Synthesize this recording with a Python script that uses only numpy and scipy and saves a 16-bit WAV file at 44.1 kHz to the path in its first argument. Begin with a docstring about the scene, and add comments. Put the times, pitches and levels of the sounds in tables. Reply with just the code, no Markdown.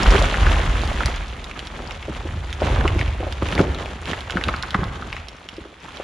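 """A steep forest slope, heard from beside a stump: a big felled conifer crashes and slides downhill.
The trunk pounds the ground in deep decaying swings, and filtered noise keeps the soil rumbling.
Limbs knock and wrench, branches snap: each is a sagging tone with a burst of torn-fibre noise.
The rushing crown is made of thousands of tiny clicks, shaped into grinding, crackle and hiss.
The standing trees scatter every knock and snap back as a quick flurry and a long dull tail."""
import sys
import numpy as np
from scipy import signal
from scipy.fft import rfft, irfft, next_fast_len
from scipy.io import wavfile
from scipy.ndimage import uniform_filter1d

SR = 44100
rng = np.random.default_rng(int(sys.argv[2]) if len(sys.argv) > 2 else 0)


def transcribe(u):
    """Save the signal u as a 16-bit wav file named by the first command-line argument.

    u: samples, shape (n,) or (channels, n), limited to [-1, 1]; the rate is SR.
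    q: integer samples, one column per channel.
    """
    v = np.clip(np.atleast_2d(u).T, -1, 1)
    q = np.round(v * 32767).astype(np.int16)
    wavfile.write(sys.argv[1], SR, q)


N = 266143
T = np.arange(N) / SR

# the steady slide between crashes: time_s, ground_rumble_db, crown_rustle_db
SLIDE = [(0, -26, -23), (0.3, -28, -27.5), (0.65, -20.5, -28.5), (1.03, -24, -30), (1.26, -28.5, -38),
         (1.5, -39, -40), (2.0, -36, -40), (2.36, -27, -40.5), (2.6, -31, -38.5), (3.08, -24, -37.5),
         (3.33, -28.5, -39.5), (3.97, -34.5, -40.5), (4.6, -37.5, -37.5), (5.2, -35.5, -42.5),
         (5.4, -52, -46), (5.77, -53.5, -49), (6.03, -45, -40)]
# pitch of the ground's shaking, higher once the trunk has slid away downhill: time_s, pitch_hz
GROUND_PITCH = [(0, 53.3), (1.3, 51.2), (2.4, 70.3), (6.03, 65.5)]
# the crown ploughs into trees and ground:
# full_level_s, hold_s, ground_rumble_db, limb_grinding_db, twig_crackle_db
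CRASHES = [(0.079, 0.17, -18, -34, -24.5), (0.402, 0.16, -18, -33, -29.5), (1.75, 0.093, -39, -37, -43.5),
           (2.062, 0.28, -46, -43, -44.5), (2.635, 0.1, -23, -26.5, -30), (2.726, 0.13, -18.5, -27.5, -37),
           (2.923, 0.084, -23, -33, -36.5), (3.43, 0.1, -31, -34.5, -32.5), (3.584, 0.026, -23, -21, -32.5),
           (3.693, 0.16, -42, -37.5, -39), (4.081, 0.037, -39, -31, -30.5), (4.357, 0.023, -32, -27, -38.5),
           (4.469, 0.034, -25.5, -33, -38), (4.79, 0.071, -26.5, -35.5, -59), (5, 0.04, -58, -38, -60),
           (5.546, 0.034, -46, -49, -47), (5.84, 0.15, -55, -49, -42.5)]
# the trunk pounds the ground: start_s, level_db, pitch_hz
POUNDS = [(0.066, -4, 47), (0.183, -9.5, 46.2), (0.409, -8.5, 44.7), (0.459, -7.5, 47), (0.672, -8.5, 52),
          (1.042, -15.5, 63.4), (2.79, -25, 56.6), (2.92, -12, 65), (3.071, -15, 58), (3.421, -12, 75.4),
          (3.58, -10, 65.5), (3.69, -15, 64.5), (5.602, -34.5, 57.4)]
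# heavy limbs knock and burst: time_s, level_db, pitch_hz
KNOCKS = [(0.003, -17.5, 294), (1.054, -19, 131), (2.082, -19, 423), (2.093, -19.5, 259),
          (2.252, -21.5, 274), (2.36, -23, 141), (2.619, -8.5, 607), (2.85, -10.5, 336), (2.957, -12, 286),
          (3.42, -11, 397), (3.524, -19.5, 273), (3.554, -15.5, 250), (3.566, -19, 290), (3.6001, -4, 262),
          (3.6022, -9, 470), (4.355, -18.5, 214), (4.471, -15.5, 230), (4.749, -14, 196),
          (4.7903, -17, 244), (4.819, -18, 176), (5.53, -31, 273), (5.582, -25, 335), (5.652, -28, 368),
          (5.999, -18.5, 570)]
# green limbs wrench and tear slowly: time_s, level_db, pitch_hz
WRENCHES = [(0.12, -11.5, 470), (0.146, -13, 388), (0.216, -13, 570), (1.784, -28, 806), (3.2, -21, 513),
            (3.228, -19, 656), (3.268, -20, 545)]
# the loudest branches snap: time_s, level_db, pitch_hz, left_minus_right_db
SNAPS = [(0.032, -11.5, 4080, 0), (0.0598, -11.5, 1256, 5), (0.342, -9, 1690, 0), (0.467, -9.5, 1530, 4),
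         (0.876, -16.5, 3190, -2), (1.006, -14, 1390, -10), (1.034, -15, 1600, 3), (1.0589, -11, 4280, 0),
         (1.0596, -20.5, 8850, -10), (1.161, -24.5, 4600, -3), (1.443, -24, 3500, -11),
         (1.513, -22.5, 2280, -8), (1.5926, -15.5, 3000, -3), (1.6715, -22, 3420, -3),
         (1.9092, -18.5, 2560, -9), (2.0271, -20, 2135, 4), (2.5282, -15, 3080, -4),
         (2.762, -18, 1290, -18), (2.8095, -20, 1610, -24), (2.8535, -10.5, 1100, -1),
         (2.8779, -7, 2324, 2), (2.992, -15, 2221, 5), (3.0126, -11, 1900, 2), (3.079, -24, 2580, -10),
         (3.325, -18, 3240, -10), (3.4232, -16.5, 1126, -1), (3.487, -16.5, 2660, -11),
         (3.5272, -18.5, 1340, -15), (3.552, -15, 3350, -3), (3.579, -12, 1850, 2), (3.593, -11, 1340, 4),
         (3.747, -21, 3500, 3), (3.859, -21, 2580, 2), (4.0565, -23, 2880, -12), (4.096, -27, 3100, -11),
         (4.114, -17, 3000, -7), (4.133, -14, 1800, -10), (4.2072, -22.5, 3300, -6), (4.298, -14, 1690, -7),
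         (4.307, -14, 3110, -4), (4.322, -21, 2520, -5), (4.3711, -9.5, 1460, 4), (4.4125, -15.5, 1990, 4),
         (4.4387, -11.5, 2717, -8), (4.4845, -10.5, 2400, 2), (4.4883, -8.5, 1130, 2), (4.54, -14, 1410, 4),
         (4.5632, -23.5, 4220, 0), (4.626, -14.5, 3660, -6), (4.6349, -14.5, 1386, -5),
         (4.707, -18, 3270, -6), (4.7442, -12, 1700, 0), (4.7458, -6, 1170, 0), (4.8327, -12.5, 1156, -3),
         (4.841, -24.5, 3600, -6), (5.023, -19.5, 1330, 0), (5.128, -14.5, 2200, 4), (5.166, -17, 2070, 6),
         (5.285, -21, 4160, -7), (5.4885, -19.5, 3010, -4), (5.567, -30, 3660, -4), (5.921, -32, 3160, -4)]
# colour of the crushed crown, before its layers are levelled: frequency_hz, relative_db
CROWN_COLOUR = [(70, 3), (130, 3.5), (300, -1.5), (600, -5), (1200, -3), (2200, -6), (3400, -9),
                (5000, -20.5), (7000, -22), (10000, -27.5), (15000, -25.5)]
# how unlike the two ports hear the slope: frequency_hz, side_minus_mid_db
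STEREO_WIDTH = [(60, -21), (170, -47), (350, -20), (700, -7.5), (1400, -4), (2800, -10.5), (5500, -5.5),
                (9000, 1)]
# colour of the microphone ports: frequency_hz, gain_db
PORT_COLOUR = [(15, -44), (35, 1), (3800, -3), (4800, -1.5), (7100, -0.5), (8100, -7), (9600, -1.5),
               (10700, -7), (11600, -16), (14000, -18), (15500, -30.5)]
# balance of the microphone ports: frequency_hz, left_minus_right_db
PORT_BALANCE = [(200, -.6), (3900, -.6), (6900, 2), (9900, -6), (10900, -11), (12000, -6)]

TOP_HZ = 15500
# a crash builds quickly, holds, then dies away; the soil settles more slowly than the crown
CRASH_ATTACK_DB_PER_S, CROWN_RELEASE_DB_PER_S, GROUND_RELEASE_DB_PER_S = 400, 140, 119
# limbs grind a little under the rustle; needles hiss under the twigs and swell less than they do
LIMB_UNDER_DB, NEEDLE_UNDER_DB, NEEDLE_SWELL, USUAL_TWIG_DB = -2.5, -10, 0.91, -38.5
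# decay of each swing, in cycles of its own pitch
POUND_CYCLES, KNOCK_CYCLES, WRENCH_CYCLES = 1.37, 1.7, 7
# thin branches ring for more cycles: cycles at the reference pitch, and the power of pitch they grow with
SNAP_CYCLES, SNAP_REFERENCE_HZ, SNAP_RING_POWER = 2.9, 1512, 0.32
# small sticks: range of pitch, level above the twig crackle, its scatter, and spread left to right
STICK_LOW_HZ, STICK_HIGH_HZ = 970, 6120
STICK_OVER_DB, STICK_SCATTER_DB, STICK_PAN_DB = 7, 0.5, 8
# bright tick of the last fibres: level before it softens for thick branches, time to peak, lower edge
TICK_DB, TICK_DECAY_S, TICK_LOW_HZ = -20.5, 0.0016, 3550


def undb(db):
    """Decibels to gain."""
    return 10 ** (np.asarray(db) / 20)


def unit(x):
    """Scale to rms 1."""
    return x / np.sqrt(np.mean(x ** 2))


def along(points, hz):
    """Read (Hz, value) points on a log-frequency axis."""
    f, value = np.transpose(points)
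    return np.interp(np.log(hz + 1), np.log(f), value)


def shape(x, gain):
    """Filter by a gain that is a function of frequency."""
    size = next_fast_len(N + 8192)
    spectrum = rfft(x, size) * gain(np.fft.rfftfreq(size, 1 / SR))
    return irfft(spectrum, size)[..., :N]


def band(x, lo_hz, hi_hz, order=2):
    """Causal band-pass."""
    edges = [lo_hz, min(hi_hz, .47 * SR)]
    return signal.sosfilt(signal.butter(order, edges, "band", fs=SR, output="sos"), x)


def add(out, s, sound):
    """Mix a sound in at time s."""
    i = max(int(s * SR), 0)
    out[..., i:i + sound.shape[-1]] += sound[..., :N - i]


def spread(mid, side):
    """Turn mid and side into left and right, with a stereo width that varies with frequency."""
    side = shape(side, lambda f: undb(along(STEREO_WIDTH, f)))
    return mid + side * np.array([[1], [-1]])


def walk(per_s):
    """Glide in straight lines between random levels; the spread is near 1.9."""
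    hold = int(SR / per_s)
    steps = np.repeat(rng.standard_normal(N // hold + 1), hold)
    return 2.3 * uniform_filter1d(steps, hold)[:N]


def with_crashes(slide_db, crash_dbs, release_db_per_s):
    """Level of one layer: the steady slide plus the attack, hold and release of every crash."""
    power = undb(slide_db) ** 2
    for (s, hold, *_), db in zip(CRASHES, crash_dbs):
        before_db = CRASH_ATTACK_DB_PER_S * np.maximum(s - T, 0)
        after_db = release_db_per_s * np.maximum(T - s - hold, 0)
        power = power + undb(db - np.minimum(before_db + after_db, 100)) ** 2
    return 10 * np.log10(power)


def recoil(hz, cycles, rise, sag):
    """A swing that builds, then dies away while its pitch sags; returns the swing and its envelope."""
    # rise and decay are counted in cycles
    turn = np.arange(int(SR * (rise + 7 * cycles) / hz)) * hz / SR
    attack = np.sin(np.pi / 2 * np.minimum(turn / rise, 1)) ** 2
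    envelope = attack * np.exp(-np.maximum(turn - rise, 0) / cycles)
    pitch = hz * (1 + sag * (np.exp(-turn / (rise + cycles)) - .5))
    return envelope * np.sin(2 * np.pi * np.cumsum(pitch) / SR), envelope


def fracture(hz, cycles, rise, sag, ring_db, tear_db, splinter_db):
    """One break: the recoil, fibres tearing around its pitch, and a thin spray of splinters above."""
    swing, envelope = recoil(hz, cycles, rise, sag)
    size = len(swing)
    # the first 1000 samples let the filters settle and are dropped
    fibres = rng.standard_normal((2, size + 1000))
    # the envelope says how many fibres give way at each moment
    tear = unit(band(fibres[0], 0.45 * hz, 1.503 * hz, order=3)[-size:] * envelope)
    splinters = unit(band(fibres[1], hz, 2.24 * hz)[-size:] * envelope)
    noise = undb(tear_db) * tear + undb(splinter_db) * splinters
    return undb(ring_db) * swing + np.std(swing) * noise


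def forest(x, near_db, near_t60, far_db, far_t60, far_top_hz):
    """Nearby trunks scatter a quick flurry of echoes; the far slope returns a long dull tail."""
    t = T[:SR]
    # cubing the noise leaves a few strong echoes among many faint ones
    flurry = rng.standard_normal((2, SR)) ** 3 * undb(-60 * t / near_t60) * (t > .003)
    tail = band(rng.standard_normal((2, SR)), 270, far_top_hz, order=1)
    tail = tail * undb(-60 * t / far_t60) * np.minimum(t / 0.044, 1)
    response = (undb(near_db) * unit(flurry) + undb(far_db) * unit(tail)) / np.sqrt(SR)
    mid, side = signal.fftconvolve(x[None], response, axes=1)[:, :N]
    return spread(mid, side)


def ground(rumble_db, width_octaves=0.44, skirt_db=-15):
    """The sliding trunk keeps the soil shaking: bands of noise weighted around one deep pitch."""
    centre = np.interp(T, *np.transpose(GROUND_PITCH))
    out = 0
    for hz in np.geomspace(25, 140, 9):
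        weight = np.exp(-.5 * (np.log2(hz / centre) / width_octaves) ** 2) + undb(skirt_db)
        noise = rng.standard_normal(N)
        shaking = shape(noise, lambda f: np.exp(-(np.log2((f + 1) / hz) / 0.23) ** 2))
        out = out + weight * unit(shaking)
    # level the random swells so that the rumble follows its given loudness
    out = out / np.sqrt(uniform_filter1d(out ** 2, size=2600) + 1e-9)
    return out * undb(rumble_db)


def crackle(per_s, scatter_db, rush_db):
    """Countless small breaks of every thickness over an even rush, flat in spectrum; returns mid and side."""
    out = np.zeros((2, N))
    for hz in np.geomspace(180, 9000, 12):
        # thin twigs far outnumber thick ones
        count = int(per_s * (.6 + hz / 1000) * N / SR)
        when, strength, sign, place = rng.random((count, 4)).T
        at = (when * N).astype(int)
        # most breaks are small, a few much stronger
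        sizes = undb(scatter_db * np.minimum(-np.log(1 - strength), 4)) * np.sign(sign - .5)
        side_sizes = sizes * np.sqrt(3) * (2 * place - 1)
        clicks = np.array([np.bincount(at, w, N) for w in (sizes, side_sizes)])
        # wider bands need more power to stay flat
        out += unit(band(clicks, .68 * hz, 1.47 * hz, order=3)) * np.sqrt(hz)
    return unit(out) + undb(rush_db) * rng.standard_normal((2, N))


def crown(limb_db, twig_db, needle_db):
    """The crown ploughs through the undergrowth in quick surges: limbs grind, twigs crackle, needles hiss."""
    grains = crackle(per_s=140, scatter_db=4.4, rush_db=-0.5)
    grains = shape(grains, lambda f: undb(along(CROWN_COLOUR, f)))
    surge_db = .7 * walk(per_s=55)
    out = 0
    for lo, hi, db in ((120, 700, limb_db), (700, 3500, twig_db), (3500, 20000, needle_db)):
        part = shape(grains, lambda f: 1 / np.sqrt((1 + (lo / (f + 1)) ** 8) * (1 + (f / hi) ** 8)))
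        out = out + unit(part) * undb(db + surge_db)
    mid, side = out
    return spread(mid, side)


def sticks(twig_db, count):
    """Small sticks that break at random, as loud as the crown is busy; rows like those of SNAPS."""
    when, thinness = rng.random((count, 2)).T
    strength, place = rng.standard_normal((count, 2)).T
    at = (when * N).astype(int)
    hz = STICK_LOW_HZ * (STICK_HIGH_HZ / STICK_LOW_HZ) ** thinness
    level_db = twig_db[at] + STICK_OVER_DB - STICK_SCATTER_DB * strength
    return list(zip(T[at], level_db, hz, STICK_PAN_DB * place))


def snap_cycles(hz):
    """How many cycles a branch of this pitch takes to decay."""
    return SNAP_CYCLES * (hz / SNAP_REFERENCE_HZ) ** SNAP_RING_POWER


def tick():
    """The last fibres part: a few milliseconds of bright noise that swell quickly and die away."""
    t = T[:600]
    envelope = (t / TICK_DECAY_S * np.exp(1 - t / TICK_DECAY_S)) ** 2
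    return undb(TICK_DB) * envelope * unit(band(rng.standard_normal(len(t)), TICK_LOW_HZ, TOP_HZ))


def branches(snaps):
    """Dry branches snap; the thinner, the higher the pitch and the stronger the bright tick."""
    out = np.zeros((2, N))
    for s, db, hz, pan_db in snaps:
        gain = undb(db + np.array([[pan_db], [-pan_db]]) / 2)
        snap = fracture(hz, snap_cycles(hz), rise=3.5, sag=.6, ring_db=-2, tear_db=-3.5, splinter_db=-17)
        # the first fibres part a moment before the branch goes
        add(out, s - 2.3 / hz, gain * snap)
        # the tick peaks at the listed time
        add(out, s - TICK_DECAY_S, gain * min(hz / TICK_LOW_HZ, 1) ** 2 * tick())
    return out


def limbs():
    """Thick limbs give way with a dull knock or a longer wrench."""
    out = np.zeros(N)
    for events, cycles in ((KNOCKS, KNOCK_CYCLES), (WRENCHES, WRENCH_CYCLES)):
        for s, db, hz in events:
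            knock = fracture(hz, cycles, rise=1.2, sag=0.3, ring_db=-3.5, tear_db=-2.5, splinter_db=-21.5)
            # the build-up begins just ahead of the listed time
            add(out, s - 0.41 / hz, undb(db) * knock)
    return out


def trunk():
    """Each landing of the trunk sets the ground swinging; the log itself booms an octave higher."""
    out = np.zeros(N)
    for s, db, hz in POUNDS:
        thud, _ = recoil(hz, POUND_CYCLES, rise=0.76, sag=0.057)
        boom, _ = recoil(2.0 * hz, POUND_CYCLES, rise=0.78, sag=0.074)
        add(out, s, undb(db) * thud)
        add(out, s, undb(db - 9.5) * boom)
    return out


def scene():
    """Trunk, limbs, branches and crown on the wooded slope."""
    s, *columns = np.transpose(SLIDE)
    shaking_db, rustle_db = (np.interp(T, s, c) for c in columns)
    _, _, crash_rumble, crash_limbs, crash_twigs = np.transpose(CRASHES)
    rumble_db = with_crashes(shaking_db, crash_rumble, GROUND_RELEASE_DB_PER_S)
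    limb_db = with_crashes(rustle_db + LIMB_UNDER_DB, crash_limbs, CROWN_RELEASE_DB_PER_S)
    twig_db = with_crashes(rustle_db, crash_twigs, CROWN_RELEASE_DB_PER_S)
    needle_db = USUAL_TWIG_DB + NEEDLE_UNDER_DB + NEEDLE_SWELL * (twig_db - USUAL_TWIG_DB)
    sliding = ground(rumble_db) + crown(limb_db, twig_db, needle_db) + trunk()
    breaks = branches(SNAPS + sticks(twig_db, count=70)) + limbs()
    echoes = forest(breaks.mean(axis=0), near_db=-8, near_t60=0.057,
                    far_db=-16.0, far_t60=1.0, far_top_hz=3030)
    return sliding + breaks + echoes


def record(dry):
    """Two small ports colour the sound, the right one brighter at the top; a steep low-pass ends the treble."""
    halves = np.array([[.5], [-.5]])
    heard = shape(dry, lambda f: undb(along(PORT_COLOUR, f) + along(PORT_BALANCE, f) * halves))
    return signal.sosfilt(signal.ellip(8, .2, 70, TOP_HZ, fs=SR, output="sos"), heard)


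dry = scene()
out = record(dry)
transcribe(out)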